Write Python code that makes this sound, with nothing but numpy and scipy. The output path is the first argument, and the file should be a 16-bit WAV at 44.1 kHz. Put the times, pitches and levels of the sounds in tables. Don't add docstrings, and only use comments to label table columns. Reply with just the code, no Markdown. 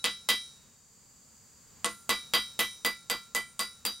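import sys
import numpy as np
from scipy import signal
from scipy.fft import rfft, irfft, next_fast_len
from scipy.io import wavfile
from scipy.ndimage import map_coordinates

SR = 44100
rng = np.random.default_rng(int(sys.argv[2]) if len(sys.argv) > 2 else 0)


def output_pcm(signal):
    pcm = np.clip(np.atleast_2d(signal).T, -1, 1) * 32767
    wavfile.write(sys.argv[1], SR, np.round(pcm).astype(np.int16))


N = 176400
TAP_SAMPLES = SR // 2


def amp(db):
    return 10 ** (np.asarray(db) / 20)


def along(points, hz):
    f, v = np.transpose(points)
    return np.interp(np.log(hz + 1), np.log(f + 1), v)


def curve(rows):
    return np.interp(np.arange(N) / SR, *np.transpose(rows))


def wobble(knots_per_s):
    knots = rng.standard_normal(int(N * knots_per_s / SR) + 4)
    return map_coordinates(knots, [np.arange(N) * knots_per_s / SR])


def filtered(x, gain):
    n = x.shape[-1]
    padded = next_fast_len(n + SR // 10)
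    return irfft(rfft(x, padded) * gain(np.fft.rfftfreq(padded, 1 / SR)), padded)[..., :n]


def noise(spectrum, alike, size):
    hz = np.fft.rfftfreq(size, 1 / SR)
    width = np.arccos(np.clip(along(alike, hz), -1, 1)) / 2
    bins = np.exp(2j * np.pi * rng.random((2, len(hz)))) * amp(along(spectrum, hz))
    mid, side = irfft(bins * [np.cos(width), np.sin(width)], size)
    return unit(np.array([mid + side, mid - side]))


def unit(x):
    return x / np.sqrt(np.mean(x ** 2) + 1e-20)


def fade(t, t60):
    return np.exp(-np.log(1000) * np.maximum(t, 0) / t60)


def add(out, x, start_s):
    i = round(start_s * SR)
    out[:, i:i + x.shape[1]] += x[:, :out.shape[1] - i]


# f/Hz, offset/rad
PHASE_SPREAD = [(200, 0.2), (500, 0.16), (1200, 0.027), (4500, 0.0075), (6000, 0.45), (9000, 0.81),
                (11000, .03)]
def ring(modes, levels_db, at_hz, build_s, scatter_db=2.24):
    t = np.arange(SR) / SR
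    colour = list(zip(at_hz, levels_db))
    out = np.zeros((2, SR))
    for hz, db, t60 in modes:
        level, phase, spread = rng.standard_normal(3)
        offset = along(PHASE_SPREAD, hz) * spread * np.array([[1], [-1]])
        gain = amp(db + along(colour, hz) + scatter_db * level)
        out += gain * fade(t, t60) * np.sin(2 * np.pi * hz * t + np.pi * phase + offset)
    return out * (1 - np.exp(-t / build_s))


# f/Hz, relative level/dB
AIR_SPECTRUM = [(25, -7), (65, 2.5), (120, 1), (230, 1), (320, -11.5), (450, -7), (650, -13), (1050, -9.5),
                (2500, -16.5), (5000, -17.5), (10000, -31), (13000, -24), (15500, -22.5)]
# t/s, level/dB
AIR_LEVEL = [(0, -63), (.8, -65.5), (1.3, -63.5), (1.8, -61.5), (2.2, -60.5), (4, -64)]
# f/Hz, left-right likeness
BACKGROUND_ALIKE = [(50, 0.13), (130, 0.98), (1000, 0.74), (4000, 1), (7000, 0.39), (13000, 0.94)]
def air(gust_db=1):
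    level_db = curve(AIR_LEVEL) + gust_db * wobble(knots_per_s=5.98)
    return noise(AIR_SPECTRUM, BACKGROUND_ALIKE, N) * amp(level_db)


# f/Hz, relative level/dB
INSECT_SPECTRUM = [(3500, -49), (4300, -12), (4700, 0.5), (5300, -13.5), (6300, -3), (6850, 3.5),
                   (7500, 2.5), (8150, -2.5), (8600, -10), (11000, -18)]
# t/s, level/dB
INSECT_LEVEL = [(0, -61.5), (.7, -61.5), (1.3, -59), (1.8, -59), (2.2, -60), (4, -63)]
def insects():
    return noise(INSECT_SPECTRUM, BACKGROUND_ALIKE, N) * amp(curve(INSECT_LEVEL))


# f/Hz, level/dB, t60/s
BLOCK_MODES = [(1372, -51, .75), (3774, -46, .85), (3910, -30, .42), (4408, -58, .8), (5236, -50, .75),
               (5318, -47, .44), (5705, -58, .8), (5865, -59, .8), (5938, -50, .75), (6844, -59, .7),
               (8467, -55, .65), (9218, -46, .42), (9269, -46, .6), (9278, -52, .5), (9980, -53, .5),
               (11996, -62, .65), (14575, -62, .55)]
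def block_ring(levels_db=(0, 0, 0)):
    return ring(BLOCK_MODES, levels_db, at_hz=(1400, 4140, 9000), build_s=0.033)


def lingering_ring(age_s=0.12, db=-4):
    out = np.zeros((2, N))
    add(out, amp(db) * block_ring()[:, round(age_s * SR):], 0)
    return out


# f/Hz, relative level/dB
CRACK_SPECTRUM = [(100, -62), (400, 0), (1150, 2), (1900, -9), (3200, 5), (5000, -14.5), (8500, 7),
                  (10500, -1), (15500, -3)]
# f/Hz, left-right likeness
TAP_ALIKE = [(100, 1), (400, 0.92), (2000, 0.85), (4500, 1), (8300, 0.46), (11500, 0.92)]
def crack(colour, db=-20.5, spike_db=-1):
    t = np.arange(TAP_SAMPLES) / SR
    envelope = fade(t, t60=0.02) + amp(spike_db) * fade(t, t60=0.0024)
    return amp(db) * filtered(noise(CRACK_SPECTRUM, TAP_ALIKE, TAP_SAMPLES), colour) * envelope


# f/Hz, level/dB, t60/s
STAND_MODES = [(208.4, -39.5, 0.23), (266.8, -37.5, 0.09), (329.8, -43, 0.19), (462.4, -31.5, 0.11),
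               (487, -33, 0.14), (674, -36, 0.14), (1063, -39.5, 0.22), (1108.5, -23.5, 0.1),
               (1195, -45, 0.3), (1434, -38.5, 0.25)]
def stand_knock(levels_db):
    return ring(STAND_MODES, levels_db, at_hz=(500, 1100), build_s=0.012)


# f/Hz, level/dB, t60/s
CLANG_MODES = [(1992, -20, .21), (2306, -41, .33), (2335, -40, .3), (3045, -40, .24), (3085, -37, .24),
               (3198, -32, .27), (3632, -31, .13), (4629, -39, .12), (4694, -28, .16), (4789, -27, .22)]
def clang(levels_db):
    return ring(CLANG_MODES, levels_db, at_hz=(2380, 3250, 4650), build_s=0.013)


# f/Hz, relative level/dB
ECHO_SPECTRUM = [(50, -16), (150, -14), (220, -4), (800, -6.5), (1150, 2.5), (1700, -2.5), (2500, -3),
                 (3300, 2), (4500, 0), (5600, -3.5), (9000, -6.5), (10500, -9.5), (12500, -4),
                 (15500, -20.5)]
# f/Hz, t/s
NEAR_HOLD = [(300, 0.042), (2000, 0.025), (6000, 0.0043), (14000, 0.028)]
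# f/Hz, t60/s
NEAR_DECAY = [(80, 0.43), (250, 0.069), (600, 0.12), (1300, 0.15), (3200, 0.19), (7000, 0.2), (14000, 0.16)]
def echo(shared, colour, fresh_share=0.16, near_db=-29.5, far_db=-64.5):
    fresh = noise(ECHO_SPECTRUM, TAP_ALIKE, TAP_SAMPLES)
    scatter = np.sqrt(1 - fresh_share) * shared + np.sqrt(fresh_share) * fresh
    hz, t, bands = signal.stft(filtered(scatter, colour), SR, nperseg=256)
    near = amp(near_db) * fade(t - along(NEAR_HOLD, hz)[:, None], along(NEAR_DECAY, hz)[:, None])
    far = amp(far_db) * fade(t, t60=0.85)
    return signal.istft(bands * (near + far), SR, nperseg=256)[1]


# t/s after the crack, level/dB
WALL_RETURNS = [(0.0106, -6.5), (0.0164, -8.5), (0.027, -22)]
# f/Hz, level/dB
WALL_TONE = [(3300, -6), (8000, -2), (12000, 7.5)]
def wall_reflections(out, contact, start_s):
    thrown_back = filtered(contact, lambda hz: amp(along(WALL_TONE, hz)))
    for delay_s, db in WALL_RETURNS:
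        add(out, amp(db) * thrown_back, start_s + delay_s)


# t/s, then relative level/dB of the crack's knock, clack, snap and sizzle
BLOWS = [(0.0422, -1, 6.5, 0, -10.5, -0.5, -4, -4.5, 2, 0, -1.5, 3),
         (0.2886, 0, 7, 1.5, -1.5, 0.5, -3.5, 0.5, 4, 3, 7, 6),
         (1.845, 3, 2, 6, -17, -5, 0, -8, -22, -11, -15.5, 2.5),
         (2.093, 4, 4, 1.5, -4.5, -1, 2.5, 5, -2, 0.5, 2, 6.5),
         (2.3367, 1, 4.5, -4, -4, 2.5, 3, 2, 6, 4, 6, 6.5),
         (2.5915, -0.5, 2.5, -2, -1, 2, -4, 5, 1.5, -16, 3, 7.5),
         (2.8486, 1, 0, -2, -2.5, 0.5, -0.5, 0, -27, 1.5, -2, -1),
         (3.099, 2, 0, -1.5, -5.5, -1, -3.5, -2.5, -4, 0, -8, 1),
         (3.3491, -2, -7.5, -0.5, -8, 1.5, -7.5, 0, -3.5, -3.5, -13.5, 1.5),
         (3.5931, -6.5, -5.5, -3, -9, 2, -2, -6.5, -23, -1.5, -6, 2.5),
         (3.8518, -4, -2.5, -3.5, -3, -1, -19, -22.5, -11, 1.5, -1, 0.5)]
# f/Hz, left minus right level/dB
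TAP_BALANCE = [(100, -1), (500, -2), (1200, -3.5), (2200, -3), (3400, 0), (4800, 0), (6000, -2), (9200, 3),
               (11000, 0)]
def hammer_taps(crack_hz=(1000, 3300, 8000, 13000)):
    out = np.zeros((2, N))
    shared_echo = noise(ECHO_SPECTRUM, TAP_ALIKE, TAP_SAMPLES)
    for start_s, knock, clack, snap, sizzle, echo_db, stand, low, middle, high, block, top in BLOWS:
        crack_levels = list(zip(crack_hz, (knock, clack, snap, sizzle)))
        colour = lambda hz: amp(along(crack_levels, hz))
        contact = crack(colour)
        add(out, contact, start_s)
        wall_reflections(out, contact, start_s)
        add(out, amp(echo_db) * echo(shared_echo, colour), start_s)
        add(out, stand_knock((knock, stand)), start_s)
        add(out, clang((low, middle, high)), start_s)
        add(out, block_ring((knock, block, top)), start_s)
    return filtered(out, lambda hz: amp(along(TAP_BALANCE, hz) * np.array([[.5], [-.5]])))


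def scene():
    return hammer_taps() + lingering_ring() + air() + insects()


CEILING_DB, BAND_LIMIT_HZ = -8.5, 15800
def record(dry):
    rounded = amp(CEILING_DB) * np.tanh(dry / amp(CEILING_DB))
    return filtered(rounded, lambda hz: hz < BAND_LIMIT_HZ)


dry = scene()
out = record(dry)
output_pcm(out)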